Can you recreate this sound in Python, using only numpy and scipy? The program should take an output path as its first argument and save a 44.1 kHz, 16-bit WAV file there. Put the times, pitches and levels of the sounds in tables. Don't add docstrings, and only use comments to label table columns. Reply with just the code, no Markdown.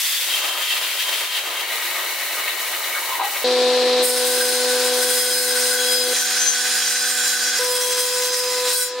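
import sys
import numpy as np
from scipy import signal
from scipy.fft import rfft, irfft, next_fast_len
from scipy.io import wavfile
from scipy.ndimage import map_coordinates

SR = 44100
rng = np.random.default_rng(int(sys.argv[2]) if len(sys.argv) > 2 else 0)


def wav_out(sig):
    wavfile.write(sys.argv[1], SR, np.round(np.clip(np.atleast_2d(sig).T, -1, 1) * 32767).astype(np.int16))


N = 396900


def undb(db):
    return 10 ** (np.asarray(db) / 20)


def curves(table, t):
    s, *columns = np.transpose(table)
    return [np.interp(t, s, c) for c in columns]


def shaped(x, response):
    size = next_fast_len(len(x) + 4096)
    f = np.maximum(np.arange(size // 2 + 1) * SR / size, 1)
    return irfft(rfft(x, size) * response(f), size)[:len(x)]


def slope(f, points):
    hz, db = np.transpose(points)
    return undb(np.interp(np.log(f), np.log(hz), db))


def colour(x, points):
    y = shaped(x, lambda f: slope(f, points))
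    return y / y.std()


def ring(x, modes):
    def response(f):
        total = 0
        for k, (hz, width, db) in enumerate(modes):
            level = undb(db) * np.sqrt(SR / np.pi / width)
            total = total + (-1) ** k * level / (1 + 1j * (f * f - hz * hz) / (f * width))
        return total
    return shaped(x, response)


def walk(t, rate, size=8):
    knots = rng.standard_normal(4096)
    steps = (t - t[0]) * rate
    grid = np.arange(int(steps[-1] * size) + 2) / size
    return np.interp(steps, grid, map_coordinates(knots, [grid], order=2, mode="wrap"))


def bump(t, s, half):
    return np.exp(-((t - s) / half) ** 2)


def swell(t, cycle):
    rate, crest = cycle
    return np.cos(2 * np.pi * rate * (t - crest))


def strikes(phase, scatter_db, decay):
    sizes = undb(scatter_db * rng.standard_normal(2 ** 15))
    strength = sizes[phase.astype(int) % len(sizes)]
    y = strength * np.exp(-(phase % 1) / decay) * rng.standard_normal(len(phase))
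    return y / y.std()


# time in seconds, level in dB, pitch in Hz, width in Hz,
# rise in seconds, decay in seconds.
PLANK_CONTACTS = [(2.93, -26.5, 2220, 70, 0.0044, 0.052), (2.97, -27, 1550, 600, 0.025, 0.024),
                  (3.14, -28, 970, 120, 0.091, 0.053), (3.198, -21, 1030, 264, .004, 0.027),
                  (3.225, -25, 808, 55, 0.017, 0.06)]


def plank(t):
    out = 0
    for s, db, hz, width, rise, decay in PLANK_CONTACTS:
        contact = np.exp(np.minimum((t - s) / rise, (s - t) / decay))
        rub = shaped(rng.standard_normal(len(t)), lambda f: np.exp(-((f - hz) / width) ** 2))
        out = out + undb(db) * contact * rub / rub.std()
    return out


# time in seconds, share of its sound that comes from teeth in the wood, 0 to 1.
BITE = [(0, 1), (1.25, .97), (1.56, .72), (1.72, .12), (2.1, 0)]
# time in seconds, blade rasp in dB, sawdust hiss in dB.
FEED = [(0, -24.5, -23), (0.45, -24.5, -31.5), (0.9, -24, -33), (1.17, -23.5, -30.5), (1.28, -28, -35.5),
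        (1.66, -27, -34.5), (1.75, -28, -30.5), (3.43, -30, -30.3)]
# time in seconds, half length in seconds, change of the rasp in dB, of the frame in dB.
GRABS = [(0.045, 0.02, 1, 3), (0.32, 0.068, 1.8, -2), (0.44, .05, -0.5, 1.5), (0.58, 0.031, -1, 2.5),
         (0.68, 0.051, 2.5, -5), (0.884, 0.06, 0, -2.5), (1.013, 0.034, 0.5, -7), (1.3, 0.051, 0, -5),
         (1.368, 0.027, 6, -0.5), (1.99, 0.02, 0, 2.5), (2.396, 0.017, 1.5, 5)]
# pitch in Hz, relative level in dB.
KERF_COLOUR = [(200, -60), (900, -20), (1350, -13.5), (1900, -3.5), (2400, -4), (3000, -2.5), (3800, -3.5),
               (4600, -7), (5200, -12), (7000, -14.5)]
FREE_COLOUR = [(200, -65), (900, -30), (1400, -13), (1700, -5.5), (1900, 6), (2300, 0), (2650, 1.5),
               (3300, -3), (3900, 3), (4550, -14), (5200, -25)]
FRAME_COLOUR = [(60, -68), (120, -32), (170, -32), (230, -22), (340, -6), (430, -2), (540, 3), (800, 2),
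                (1000, 4.5), (1250, -2.5), (1600, 3), (2500, -41)]
DUST_COLOUR = [(300, -65), (2500, -19), (4800, 2.5), (7500, 1.5), (9800, 1.5), (12000, -1), (15000, -0.5),
               (16000, -0.5)]
# pitch in Hz, width in Hz, relative level in dB.
PINCHED_MODES = [(2690, 55, -13), (3160, 34, -5.5), (3500, 90, -19), (3780, 70, -16), (4650, 120, -20),
                 (9850, 70, -22)]
CLOSE_UP_MODES = [(3450, 40, -7), (4640, 70, -11)]
FREE_MODES = [(1560, 30, -19), (1880, 90, -11), (2210, 60, -7), (2960, 55, -9.5), (4060, 120, -12),
              (4440, 80, -12.5)]
FRAME_MODES = [(350, 7.9, -24.5), (505, 11, -17), (660, 6.8, -36), (1000, 5.8, -7.5), (1247, 59, -8)]
# (swells per second, time of a crest in s)
LAP, WHEEL = (2.64, .335), (8.0, .105)
LAP_DB, WHEEL_DB = 0.3, 1
FRAME_DB, FRAME_SWELL, FRAME_LAG_S = -35.5, 1.25, 0.06
CLOSE_UP_END_S, CLOSE_UP_FRAME_DB = 0.25, -10
WHINE_SWELL, WHINE_FLICKER_DB = .6, 1.5
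DIP_S, DIP_HALF_S, DIP_DB = 3.215, 0.026, -7
DUST_TILT_DB = 2


def band_saw(t, tooth_hz=460):
    rasp_db, dust_db = curves(FEED, t)
    bite = np.clip(curves(BITE, t)[0], 0, 1)
    close_up = np.clip((CLOSE_UP_END_S - t) / .08 + .5, 0, 1)

    wheel_db = WHEEL_DB * swell(t, WHEEL)
    surge_db = (0.49 + 0.31 * bite) * (LAP_DB * swell(t, LAP) + wheel_db)
    surge_db = surge_db + sum(db * bump(t, s, half) for s, half, db, _ in GRABS)
    frame_db = FRAME_DB + CLOSE_UP_FRAME_DB * close_up + 0.73 * walk(t, 12)
    frame_db = frame_db + FRAME_SWELL * (LAP_DB * swell(t - FRAME_LAG_S, LAP) + wheel_db)
    frame_db = frame_db + sum(db * bump(t, s, half) for s, half, _, db in GRABS)
    dip_db = DIP_DB * bump(t, DIP_S, DIP_HALF_S)
    dust_db = dust_db + 0.81 * surge_db + dip_db

    teeth = np.cumsum(tooth_hz * (1 + .03 * walk(t, 6))) / SR
    cutting = strikes(teeth, scatter_db=0.5, decay=1.7) * undb(2.15 * walk(t, 44.97))
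    running = strikes(teeth, scatter_db=1.3, decay=2.1) * undb(1.7 * walk(t, 39.96))
    rubbing = rng.standard_normal(len(t))
    whine_db = WHINE_SWELL * surge_db + WHINE_FLICKER_DB * walk(t, 16.7) - 7 * close_up - 2.0
    kerf = undb(-1.0) * colour(cutting, KERF_COLOUR) + ring(rubbing * undb(whine_db), PINCHED_MODES)
    kerf += close_up * ring(rubbing, CLOSE_UP_MODES)
    free = undb(-1.5) * colour(running, FREE_COLOUR) + ring(rubbing, FREE_MODES)
    blade = np.sqrt(bite) * kerf + np.sqrt(1 - bite) * free

    shaking = strikes(teeth, scatter_db=2.0, decay=1.4)
    frame = colour(shaking, FRAME_COLOUR) + ring(shaking, FRAME_MODES)

    dust = colour(strikes(teeth, scatter_db=1.05, decay=5.3), DUST_COLOUR) * undb(.5 * walk(t, 28.73))
    top = shaped(dust, lambda f: 1 / (1 + (12000 / f) ** 8))
    dust = dust + top * (undb(DUST_TILT_DB * (2.5 - 2 * bite)) - 1)

    blade = blade * undb(rasp_db + surge_db + 0.31 * dip_db)
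    return blade + frame * undb(frame_db) + dust * undb(dust_db)


# time in seconds, shaft turns per second.
SHAFT = [(3.44, 83.28), (4.8, 83.22), (5.5, 83.1), (6.0, 82.98), (7.6, 83.0), (8.2, 83.17), (8.62, 83.27),
         (8.75, 82.85), (9, 83.35)]
# hum in dB, air rush in dB, board chatter in dB over the cutting load,
# level of the whole place in dB, set after the gain control.
STATIONS = [(-18, -21.5, -5.5, 1), (-25.5, -24, -6.5, -0.33), (-19.5, -25, -8.5, -1)]
# multiple of the knife rate, relative level in dB at each of the three places.
HUM = [(1, -17, -12.5, -28.5), (2, 0.5, -4, 2), (3, -13.5, -5.5, -22.5), (4, -18, -17, -6.5),
       (5, -34, -11, -16), (7, -22.5, -3.5, -14)]
# pitch in Hz, relative level in dB.
AIR_COLOUR = [(40, -66), (130, -32.5), (220, -27.5), (340, 1.5), (620, -1.5), (1200, -4.5), (3200, -2.5),
              (4000, 4.5), (4800, -1.5), (6600, -11.5), (8700, -13.5), (12000, -22), (16000, -28)]
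KNIVES = 3


def planer(t, turns, place):
    hum_db, air_db, _, _ = STATIONS[place]
    hum = 0
    for k, *dbs in HUM:
        phase = round(k) * KNIVES * turns + rng.random()
        level = np.sqrt(2) * undb(dbs[place] + 0.6 * walk(t, 26.0))
        hum = hum + level * np.sin(2 * np.pi * phase)
    air = colour(strikes(KNIVES * turns, scatter_db=0.64, decay=6.3), AIR_COLOUR)
    return hum * undb(hum_db) + air * undb(air_db)


def line(t, turns, order, blur=.42, sway_db=2.5):
    phase = 2 * np.pi * (order * turns + rng.random()) + blur * walk(t, 55)
    return np.sqrt(2) * np.sin(phase) * undb(sway_db * walk(t, 7.17) + 2.94 * walk(t, 39.97))


def each_turn(turns, size=512):
    pattern = rng.standard_normal(size)
    return map_coordinates(pattern, [turns % 1 * size], order=3, mode="grid-wrap")


# voice, start in seconds, end in seconds,
# rise in dB. A row whose end comes before its start stays silent.
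PINCHES = [ ("tooth", 4.42, 4.63, 8), ("whistle", 4.43, 4.62, 9), ("chatter", 4.38, 4.45, 5),
           ("tooth", 5.15, 5.64, 8), ("tooth", 5.64, 6.06, 13), ("chatter", 5.72, 5.83, 7.5),
           ("squeal", 5.6, 5.88, 5), ("squeal", 5.88, 6.12, 10), ("whistle", 6.11, 6.25, 13),
           ("squeal", 6.17, 6.35, 4.3), ("whistle", 6.36, 6.56, 13.3), ("squeal", 7.3, 5.6, 7),
           ("whistle", 6.8, 7.08, 7), ("shriek", 6.92, 7.17, 11), ("tooth", 6.96, 7.1, 9),
           ("chatter", 7.03, 7.7, 3.3), ("whistle", 7.2, 7.33, 5.6), ("tooth", 7.68, 8.65, 6.8),
           ("whistle", 7.85, 8.05, 8.2), ("whistle", 8.22, 8.34, 7.2), ("squeal", 7.72, 8.16, 8),
           ("whistle", 9.7, 8, 7)]
PINCH_EDGE_S = 0.053


def pinch(t, voice):
    return sum(db * np.clip(np.minimum(t - start, end - t) / PINCH_EDGE_S + .5, 0, 1)
               for name, start, end, db in PINCHES if name == voice)


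# time in seconds, cutting load in dB, chip hiss in dB over that load.
PUSH = [
    [(4.04, -26.5, 13.5), (4.1, -28, 7.5), (4.2, -21.5, 2.5), (4.5, -21, 3), (4.72, -22.5, -3),
     (4.99, -22.5, 1), (5.11, -16, 3), (5.6, -17, 2.5), (5.8, -16, 1), (6.1, -20.5, 0)],
    [(6.13, -14, -3), (6.45, -11.5, -6), (6.73, -12, -3.5), (6.88, -9, -4), (7.04, -13.5, -1),
     (7.16, -17, 0), (7.3, -11, -3.5), (7.41, -14, -2), (7.55, -13, -4.5)],
    [(7.6, -20, -0.5), (7.98, -18, 4), (8.2, -18.5, 0.5), (8.35, -18.5, -0.5), (8.64, -23.5, -1.5),
     (8.74, -13.5, 5.5), (8.83, -11.5, 4), (8.88, -14.5, -3), (8.92, -21, -14), (9.0, -41, -17)],
]
# time in seconds, change in dB.
DEPTH = [(4.0, 8), (4.35, -1), (4.5, 4), (4.9, -2), (5.3, 3), (6.0, 4), (6.3, -2), (8.6, 7), (8.75, 4),
         (9, 0)]
# time in seconds, pitch in Hz,
# scrape in dB over the cutting load, change of the rasp in dB.
BREAKOUT = [(8.55, 3560, -39, 1), (8.64, 3800, -3, -2), (8.72, 4080, -1, 7), (8.77, 4600, 5, -7),
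            (8.81, 4900, -15, -2), (8.9, 5000, -31, -4)]
# pitch in Hz, relative level in dB.
TEAR_COLOUR = [(100, -72), (300, -39), (700, -10), (1150, -2), (2000, -2), (2900, 0), (4000, 1),
               (5200, 3.5), (7200, -3), (7900, -11), (11000, -37)]
CHIP_COLOUR = [(1000, -64), (5000, -28), (7700, 0), (8500, 6.5), (10000, 1.5), (11500, 1), (13000, -2),
               (16000, -6)]
# pitch in Hz, width in Hz, relative level in dB.
BOARD_MODES = [(1506, 28, -5), (1583, 24, -2), (1628, 81, -6)]
# pitch in Hz, width in Hz, relative level in dB at each of the three places.
DISC_MODES = [(1880, 40, -45, -41, -45), (2030, 35, -40, -41, -41), (2580, 50, -44, -43, -42),
              (3400, 30, -50, -43, -50), (4030, 50, -37, -38, -37), (4520, 40, -41, -40, -45),
              (4883, 20, -38, -37, -44), (5066, 20, -37, -36, -36), (5362, 22, -37, -42, -41),
              (5582, 16, -44, -35, -36), (6195, 20, -39, -37, -38), (6907, 16, -48, -40, -53),
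              (7079, 12, -39, -39, -35), (7343, 25, -39, -39, -41), (8280, 90, -35, -35, -35),
              (8387, 30, -39, -36, -37), (8550, 80, -40, -44, -43), (9680, 90, -39, -41, -43),
              (9930, 60, -36, -38, -40), (11040, 60, -42, -49, -42), (14920, 130, -42, -48, -43),
              (15690, 60, -44, -51, -43)]
# multiple of the shaft rate, relative level in dB at each place.
UNEVEN = [(18, -39, -42, -46), (48, -41, -43, -42), (52, -42, -46, -54), (80, -42, -39, -48),
          (87, -44, -38, -44), (108, -39, -44, -44), (120, -38, -37, -40), (138, -47, -50, -50),
          (160, -47, -45, -54)]
TONE_ORDERS = {"tooth": [60], "whistle": [75], "squeal": [39, 40], "shriek": [101]}
TONES = {"tooth": (-14, 0.29), "whistle": (-16.5, 0.32), "squeal": (-16, 0.49), "shriek": (-17.5, 0.68)}
TEETH = 60
HIGH_HZ = 8000
ENTRY_S, ENTRY_RISE_S = 4.018, 0.044
CHATTER_BUILD_S = 0.28


def circular_saw(t, turns, place):
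    rasp_db, chips_over_db = curves(PUSH[place], t)
    chips_db = rasp_db + chips_over_db
    board_db = rasp_db + STATIONS[place][2] + pinch(t, "chatter")
    depth_db, = curves(DEPTH, t)
    scrape_hz, scrape_db, thin_db = curves(BREAKOUT, t)

    angle = 2 * np.pi * turns
    load = (1 + 0.057 * np.cos(angle) + 0.35 * np.cos(4 * angle)) * undb(1.56 * walk(t, 60))
    tearing = load * strikes(TEETH * turns, scatter_db=2.0, decay=0.7)
    buzz = each_turn(turns + 0.00098 * walk(t, 11.8))
    rasp = colour(tearing + undb(-2.5) * buzz, TEAR_COLOUR) * undb(rasp_db + thin_db - 2.0)

    flying = load * strikes(TEETH * turns, scatter_db=4.0, decay=0.57)
    chips = colour(flying + undb(-3.0) * buzz, CHIP_COLOUR)
    chips = chips * undb(chips_db - 0.5 + 1.7 * walk(t, 19))

    chatter_build = np.clip((t - ENTRY_S) / CHATTER_BUILD_S, 0, 1)
    board = ring(tearing, BOARD_MODES) * undb(board_db) * chatter_build

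    force, fine = undb(rasp_db + 23 + depth_db), undb(chips_db + 27.5)
    modes = [(hz, width, dbs[place]) for hz, width, *dbs in DISC_MODES]
    knocks = load * strikes(TEETH * turns, scatter_db=3.5, decay=1.2)
    disc = undb(1.0) * ring(knocks * force, [m for m in modes if m[0] < HIGH_HZ])
    disc += undb(-1.5) * ring(knocks * fine, [m for m in modes if m[0] >= HIGH_HZ])

    uneven = 0
    for k, *dbs in UNEVEN:
        low = k * SHAFT[0][1] < HIGH_HZ
        drive = force * undb(2.5) if low else fine * undb(-2.2)
        uneven = uneven + drive * undb(dbs[place]) * line(t, turns, round(k))

    sing = 0
    for voice, (db, blur) in TONES.items():
        level = undb(rasp_db + db + pinch(t, voice))
        for order in TONE_ORDERS[voice]:
            sing = sing + level * line(t, turns, order, blur=blur, sway_db=3.3)

    scrape_tone = np.sin(2 * np.pi * np.cumsum(scrape_hz) / SR)
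    scrape = undb(rasp_db + scrape_db) * walk(t, 1000) * scrape_tone

    entry = np.clip((t - ENTRY_S) / ENTRY_RISE_S, 0, 1)
    return entry * (rasp + chips + board + disc + uneven + sing + scrape)


CEILING_DB, ATTACK_S, RELEASE_S = -10, 0.0068, 0.08


def gain_control(x, size=88):
    peaks = np.abs(x[:len(x) // size * size]).reshape(-1, size).max(axis=1)
    held, followed = peaks[:20].mean(), []
    for peak in peaks:
        reaction_s = ATTACK_S if peak > held else RELEASE_S
        held += (peak - held) * (1 - np.exp(-size / SR / reaction_s))
        followed.append(held)
    gain = np.minimum(undb(CEILING_DB) / np.array(followed), 1)
    return x * np.interp(np.arange(len(x)), np.arange(len(gain)) * size, gain)


# pitch in Hz, weight of the lean in dB.
SHADOW = [(200, -36), (500, -22.5), (1300, 0), (2400, -4), (4400, -1), (8000, 1), (15000, -40)]


def shop(x, side_points, pan_db, decay=0.02):
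    lag = np.arange(8192) / SR
    echoes = rng.standard_normal(len(lag)) * np.exp(-lag / decay) * (lag > .004)
    side = signal.fftconvolve(x, echoes / np.linalg.norm(echoes))[:len(x)]
    side = shaped(side, lambda f: slope(f, side_points))
    lean_gain = np.tanh(pan_db * np.log(10) / 40)
    lean = shaped(x, lambda f: lean_gain * slope(f, SHADOW))
    return np.array([x + side + lean, x - side - lean])


# start in seconds, end in seconds.
PLACES = [(3.44, 6.13), (6.13, 7.59), (7.59, 9.0)]
# pitch in Hz, side minus middle in dB.
BAND_SIDE = [(100, -32), (380, -25), (700, -16), (1290, -7), (2380, -7), (4400, -4), (8120, -2.5),
             (15000, -4)]
RIP_SIDE = [(100, -79), (380, -33), (700, -16.5), (1290, -13), (2380, -13.5), (4400, -4.5), (15000, -5.5)]
# left minus right in dB for the band saw, then the three places.
PAN_DB = [3.2, 3.0, -2.4, .2]


def scene():
    time = np.arange(N) / SR
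    turns = np.cumsum(curves(SHAFT, time)[0]) / SR
    fade = .006
    out = np.zeros((2, N))

    now = time < PLACES[0][0]
    out[:, now] = shop(band_saw(time[now]) + plank(time[now]), BAND_SIDE, PAN_DB[0])

    for place, (start, end) in enumerate(PLACES):
        now = (time >= start) & (time < end + fade)
        t = time[now]
        machine = planer(t, turns[now], place) + circular_saw(t, turns[now], place)
        machine = gain_control(machine) * undb(STATIONS[place][3])
        edges = np.sin(np.pi / 2 * np.clip(np.minimum(t - start, end + fade - t) / fade, 0, 1))
        out[:, now] += edges * shop(machine, RIP_SIDE, PAN_DB[place + 1])
    return out


TOP_HZ = 15750


def record(dry):
    return signal.sosfilt(signal.ellip(12, .1, 80, TOP_HZ, fs=SR, output="sos"), dry)


dry = scene()
out = record(dry)
wav_out(out)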